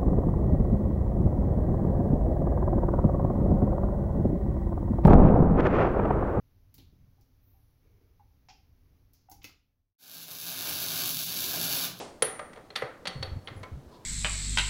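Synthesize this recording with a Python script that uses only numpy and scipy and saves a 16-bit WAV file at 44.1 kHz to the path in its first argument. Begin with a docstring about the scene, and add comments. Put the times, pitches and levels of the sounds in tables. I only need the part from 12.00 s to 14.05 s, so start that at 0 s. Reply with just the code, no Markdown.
"""A wooden workbench in a small, live room; one microphone hears the bench and the walls' reply.
A brass cartridge case drops into a wooden loading block: the wood knocks, the thin brass rings and
settles. Fingers rattle the next cases in their holes and draw one out with a faint scrape.
Underneath are steady room tone, a rustling sleeve and dull low bench thumps, from the brass knocks
and the shifting forearm."""
import sys
import numpy as np
from scipy import signal
from scipy.fft import rfft, irfft
from scipy.io import wavfile
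from scipy.ndimage import uniform_filter1d

SR = 44100
rng = np.random.default_rng(int(sys.argv[2]) if len(sys.argv) > 2 else 0)


def output_pcm(signal):
    """Save a mono or channel-first signal as 16-bit PCM at the path in sys.argv[1].

    Samples are clipped to [-1, 1] before scaling.
    """
    pcm = np.clip(np.atleast_2d(signal).T, -1, 1) * 32767
    wavfile.write(sys.argv[1], SR, np.round(pcm).astype(np.int16))


N = 90404

# the room's decay time: frequency_hz, t60_s
ROOM_DECAY = [(150, 0.4), (500, .5), (1400, 0.56), (3700, 0.36), (9000, 0.52), (15000, 0.03)]
# colour of its reverberation: frequency_hz, gain_db
ROOM_COLOUR = [(150, 2), (1400, 0), (3700, -6), (9000, -11), (15000, -4.5)]
# steady room tone: frequency_hz, relative_db
ROOM_TONE = [(20, -0.5), (280, 1), (500, -0.5), (1000, -13), (2000, -23.5), (4000, -23), (8000, -29.5),
             (16000, -35)]
# the room still ringing from a knock just before: frequency_hz, gain_db
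LINGERING_COLOUR = [(60, -13), (250, 8), (700, 13.5), (1500, -2.5), (4200, 5.5), (9800, -0.5), (12000, -25),
                    (16000, -28)]
# the sleeve's rustle: time_s, level_db
SLEEVE_LEVEL = [(0, -56.5), (.5, -59), (.68, -68.5), (1.001, -64), (1.2, -54), (1.42, -58.5), (1.62, -52),
                (1.78, -62.5), (1.94, -55.5), (2.05, -59.5)]
# colour of the cloth: frequency_hz, relative_db
SLEEVE_COLOUR = [(40, -3), (250, 6.5), (550, 0.5), (1200, -6.5), (2500, -23.5), (5000, -24.5),
                 (16000, -33.5)]
# dull low bench thumps, from the brass knocks and the shifting forearm: start_s, pitch_hz, level_db
BENCH_THUMPS = [(0.225, 135.5, -46), (.83, 124, -44), (1.072, 178.5, -43), (1.151, 130, -33),
                (1.175, 64.3, -38), (1.2, 118.4, -34), (1.232, 85, -36.5), (1.275, 89, -37.5),
                (1.315, 74, -28), (1.354, 98.3, -30), (1.36, 148.6, -41), (1.505, 114, -38.5),
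                (1.555, 100.5, -36), (1.608, 103, -40.5), (1.716, 94, -35), (1.738, 68.3, -31),
                (1.766, 136, -38.5), (1.86, 70, -44)]
# a case sliding: start_s, length_s, pitch_hz, width_hz, level_db
CASE_SCRAPES = [(1.438, .07, 9760, 249, -69.5), (1.556, 0.051, 10060, 300, -67),
                (1.905, 0.079, 4200, 1800, -66), (1.913, 0.049, 1000, 70, -58)]
# the hollow block (low), a case chattering in its hole (high): start_s, pitch_hz, level_db, t60_s
CHATTER_NOTES = [(0.2234, 475, -6, .026), (.2228, 3140, -29.5, 0.03), (.3945, 594, -26.5, 0.036),
                 (0.3948, 1216, -33, 0.047), (0.3941, 1836, -36.5, 0.066), (0.7043, 4180, -35.5, 0.021),
                 (.7597, 1983, -31, 0.041), (.7597, 3560, -26, 0.04), (.7597, 4520, -24, .028),
                 (0.8225, 490, -8, .023), (1.0712, 3000, -9, .004), (1.0716, 1760, -44, 0.031),
                 (1.0739, 4640, -31.5, .045), (1.074, 4400, -50.5, 0.74), (1.229, 4420, -21, .024),
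                 (1.229, 4430, -54.5, 0.47), (1.474, 2102, -35.5, 0.057), (1.4741, 3190, -21, 0.007),
                 (1.633, 2207, -41, 0.099), (1.633, 1322, -42, 0.097), (1.632, 1028, -40.5, 0.096)]
# wall modes of a case, in three close groups: pitch_hz, relative_db, t60_s
WALL_MODES = [
    [(9066, -1.5, .6), (9080, -1, .16), (9370, -2, .07)],
    [(9783, -6, .25), (9811, -9, .2), (9825, 2, .055), (9848, -18, .25)],
    [(12484, 0, .33), (12515, -7, .3)],
]
# a case ringing: start_s, low_group_db, mid_group_db, high_group_db, damping_db_per_s, room_gain
CASE_CLINKS = [(.223, -35, -19, -45.5, 6.4, 0.39), (.7597, -51.5, -54, -53.5, 70, 0.73),
               (1.073, -47, -58, -64, 330, 0.81), (1.229, -67, -57, -67, 70, 0.77)]
# colour shared by all knocks: frequency_hz, gain_db
WOOD_COLOUR = [(40, -24), (340, -8), (450, 0), (800, -2.5), (2700, -4), (4500, -.5), (5100, -8.5),
               (7000, -4.5), (9800, -4), (11300, -13), (16000, -22)]
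# resonances of block, bench and seated cases: pitch_hz, width_hz, lift_db
BLOCK_RESONANCES = [(524, 26, 6), (588, 20, 4.5), (766.5, 22, 7), (1214, 60, 5.5), (1336, 45, 5),
                    (1850, 70, 5), (2014, 160, 4.5), (3290, 130, 6), (3920, 70, 4), (4430, 140, 4),
                    (5520, 160, 9), (6090, 230, 6), (8440, 100, 5)]
# the five bands of a knock: thud_hz, knock_hz, clack_hz, snap_hz, tick_hz
KNOCK_BANDS = (500, 1100, 2100, 4200, 8000)
# brass striking wood: start_s, thud_db, knock_db, clack_db, snap_db, tick_db
WOOD_KNOCKS = [ (0.2226, 13, 10.5, 11.5, 5.5, 2.5), (0.3934, -0.5, 2, -0.5, -17.5, -22.5),
               (0.5327, -15, -11, -12, -24, -28.5), (0.5605, -8, -15, -14, -26.5, -39),
               (0.5742, -3, -9, -15, -31, -36), (0.7042, -4.5, -12.5, -11.5, -19, -37),
               (0.756, -28, -5, -2.5, -3, -20), (.7595, -2.5, 4, 7, 4, -13), (.773, -9, -6, -2, -5.5, -21),
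               (0.8218, 6.5, 5.5, 5.5, -17, -25.5), (1.0553, 1, 1, -1, -2.5, -22),
               (1.0711, -2.5, -1, 4, 2.5, -16.5), (1.075, -5.5, -4, -10, 1.5, -11.5),
               (1.2274, 4.5, -0.5, 0, 0, -20.5), (1.4741, -10, -13, -3.5, -10, -36),
               (1.483, -8, -4.5, -6, -11, -44), (1.632, -7.5, -6.5, -11, -16, -24),
               (1.638, -10.5, -9, -11.5, -24, -37)]


def amp(db):
    """Decibels to gain."""
    return 10 ** (np.asarray(db) / 20)


def unit(x):
    """Scales to rms 1."""
    return x / np.sqrt(np.mean(x ** 2) + 1e-20)


def curve_at(points, hz):
    """Reads a curve on a log-frequency axis."""
    frequencies, values = np.transpose(points)
    return np.interp(np.log(hz + 1), np.log(frequencies), values)


def add(mix, start_s, sound):
    """Mixes a sound in at start_s."""
    part = mix[round(start_s * SR):][:len(sound)]
    part += sound[:len(part)]


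def colour(x, points):
    """Filters x by a gain curve."""
    hz = np.fft.rfftfreq(len(x), 1 / SR)
    return irfft(rfft(x) * amp(curve_at(points, hz)), len(x))


def ringing_response(db):
    """The minimum-phase impulse response of a gain curve."""
    cepstrum = irfft(np.log(amp(db)))
    half = len(cepstrum) // 2
    folded = np.r_[cepstrum[0], 2 * cepstrum[1:half]]
    return irfft(np.exp(rfft(folded, len(cepstrum))))[:half]


def whiten(burst, bins):
    """Evens out the broad colour of a burst and keeps its fine ripple."""
    spectrum = rfft(burst, 2 * len(burst))
    broad_power = uniform_filter1d(abs(spectrum) ** 2, bins)
    return irfft(spectrum / np.sqrt(broad_power + 1e-12))[:len(burst)]


def mode(t, hz, db, t60):
    """One dying vibration."""
    return amp(db - 60 * t / t60) * np.sin(2 * np.pi * hz * t)


def flutter(count, hz):
    """Slow complex noise of rms about 1."""
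    lowpass = signal.butter(2, hz, fs=SR, output="sos")
    slow = signal.sosfilt(lowpass, rng.standard_normal((2, count + SR // 2)))
    real, imag = unit(slow)[:, -count:]
    return (real + 1j * imag) / np.sqrt(2)


def room_tail(rise_s=0.0087):
    """The walls' diffuse reply at the microphone, each band dying at its own speed."""
    hz, t, bands = signal.stft(rng.standard_normal(SR * 2 // 3), SR, nperseg=256)
    t60 = curve_at(ROOM_DECAY, hz)[:, None]
    equal_energy = np.sqrt(np.log(1e6) / t60 / SR)
    bands *= amp(curve_at(ROOM_COLOUR, hz)[:, None] - 60 * t / t60) * equal_energy
    tail = signal.istft(bands, SR, nperseg=256)[1]
    age = np.arange(len(tail)) / SR
    return tail * (1 - np.exp(-(age / rise_s) ** 2))


def in_room(direct, wet):
    """The direct sound with its reverberation."""
    return direct + wet * signal.fftconvolve(direct, room_tail())[:N]


def room_tone(level_db=-55.5):
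    """Steady low noise all round the microphone."""
    return amp(level_db) * unit(colour(rng.standard_normal(N), ROOM_TONE))


def lingering_ring(age_s=0.03):
    """The room still rings from a knock just before."""
    out = np.zeros(N)
    add(out, 0, colour(room_tail(), LINGERING_COLOUR)[round(age_s * SR):])
    return out


def sleeve_rustle():
    """Soft cloth noise swells and sinks as the sleeve moves."""
    level_db = np.interp(np.arange(N) / SR, *np.transpose(SLEEVE_LEVEL))
    return amp(level_db) * unit(colour(rng.standard_normal(N), SLEEVE_COLOUR))


def bench_thumps(peak_s=0.0094, roughness=0.49, roughness_hz=70.4):
    """Brass knocks and the shifting forearm set the bench swinging for a few uneven cycles."""
    out, t = np.zeros(N), np.arange(SR // 5) / SR
    envelope = t / peak_s * np.exp(1 - t / peak_s)
    for start_s, hz, db in BENCH_THUMPS:
        swing = (1 + roughness * flutter(len(t), roughness_hz)) * np.exp(2j * np.pi * hz * t)
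        add(out, start_s, amp(db) * envelope * swing.imag)
    return out


def case_scrapes():
    """Friction swells and fades in one resonance: a narrow one sings, a wide one hisses."""
    out, t = np.zeros(N), np.arange(SR // 10) / SR
    for start_s, length_s, hz, width_hz, db in CASE_SCRAPES:
        swell = np.sin(np.pi * np.minimum(t / length_s, 1))
        friction = 2 * (flutter(len(t), width_hz / 2) * np.exp(2j * np.pi * hz * t)).real
        add(out, start_s, amp(db) * swell * friction)
    return out


def block_chatter(rise_cycles=2.9):
    """Single blows bring out notes of block and cases, building over a few cycles."""
    out, t = np.zeros(N), np.arange(SR // 2) / SR
    for start_s, hz, db, t60 in CHATTER_NOTES:
        rise = 1 - np.exp(-t * hz / rise_cycles)
        add(out, start_s, mode(t, hz, db, t60) * rise)
    return out


def brass_clinks(rise_s=0.0016):
    """The thin wall rings in beating groups of high modes; fingers damp it, the room carries it on."""
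    out, t = np.zeros(N), np.arange(N) / SR
    for start_s, *group_levels, damping_db_per_s, wet in CASE_CLINKS:
        ring = sum(mode(t, hz, group_db + db, t60)
                   for group_db, group in zip(group_levels, WALL_MODES)
                   for hz, db, t60 in group)
        envelope = amp(-damping_db_per_s * t) * np.minimum(t / rise_s, 1)
        add(out, start_s, in_room(ring * envelope, wet))
    return out


def path_to_microphone(click=0.5, scatter_rise_s=0.00158, scatter_s=0.008):
    """The direct click arrives first, then a patter off nearby things, then the walls farther off."""
    t = np.arange(2048) / SR
    envelope = np.minimum(t / scatter_rise_s, 1) * np.exp(-(t / scatter_s) ** 2)
    near = rng.standard_normal(len(t)) * envelope
    near /= np.linalg.norm(near)
    near[0] += click
    path = room_tail()
    add(path, 0, whiten(near, bins=40))
    return path


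def wood_knocks(top_hz=16000, dulling=0.25):
    """Each contact of brass on wood rings block and bench and fills the room."""
    out, hz = np.zeros(N), np.fft.rfftfreq(8192, 1 / SR)
    resonances_db = sum(lift_db / (1 + (2 * (hz - pitch_hz) / width_hz) ** 2)
                        for pitch_hz, width_hz, lift_db in BLOCK_RESONANCES)
    body_db = curve_at(WOOD_COLOUR, hz) + resonances_db
    for start_s, *band_levels in WOOD_KNOCKS:
        top_db = band_levels[-1] * (1 + dulling)  # a lighter contact lasts longer, so it is duller
        contact_db = curve_at([*zip(KNOCK_BANDS, band_levels), (top_hz, top_db)], hz)
        knock = ringing_response(body_db + contact_db)
        add(out, start_s, signal.fftconvolve(path_to_microphone(), knock))
    return out


def scene():
    """Bench and room at one microphone."""
    cases = brass_clinks() + in_room(case_scrapes(), wet=0.92) + in_room(block_chatter(), wet=0.503)
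    knocks = wood_knocks() + lingering_ring()
    thumps = in_room(bench_thumps(), wet=0.2)
    return (cases + knocks + thumps + room_tone() + sleeve_rustle())[None]


def record(dry):
    """The recorder cuts the treble above its band limit."""
    edge_hz = 16150
    lowpass = signal.firwin(401, edge_hz, window=("kaiser", 9), fs=SR)
    return signal.oaconvolve(dry, lowpass[None], "same")


dry = scene()
out = record(dry)
output_pcm(out)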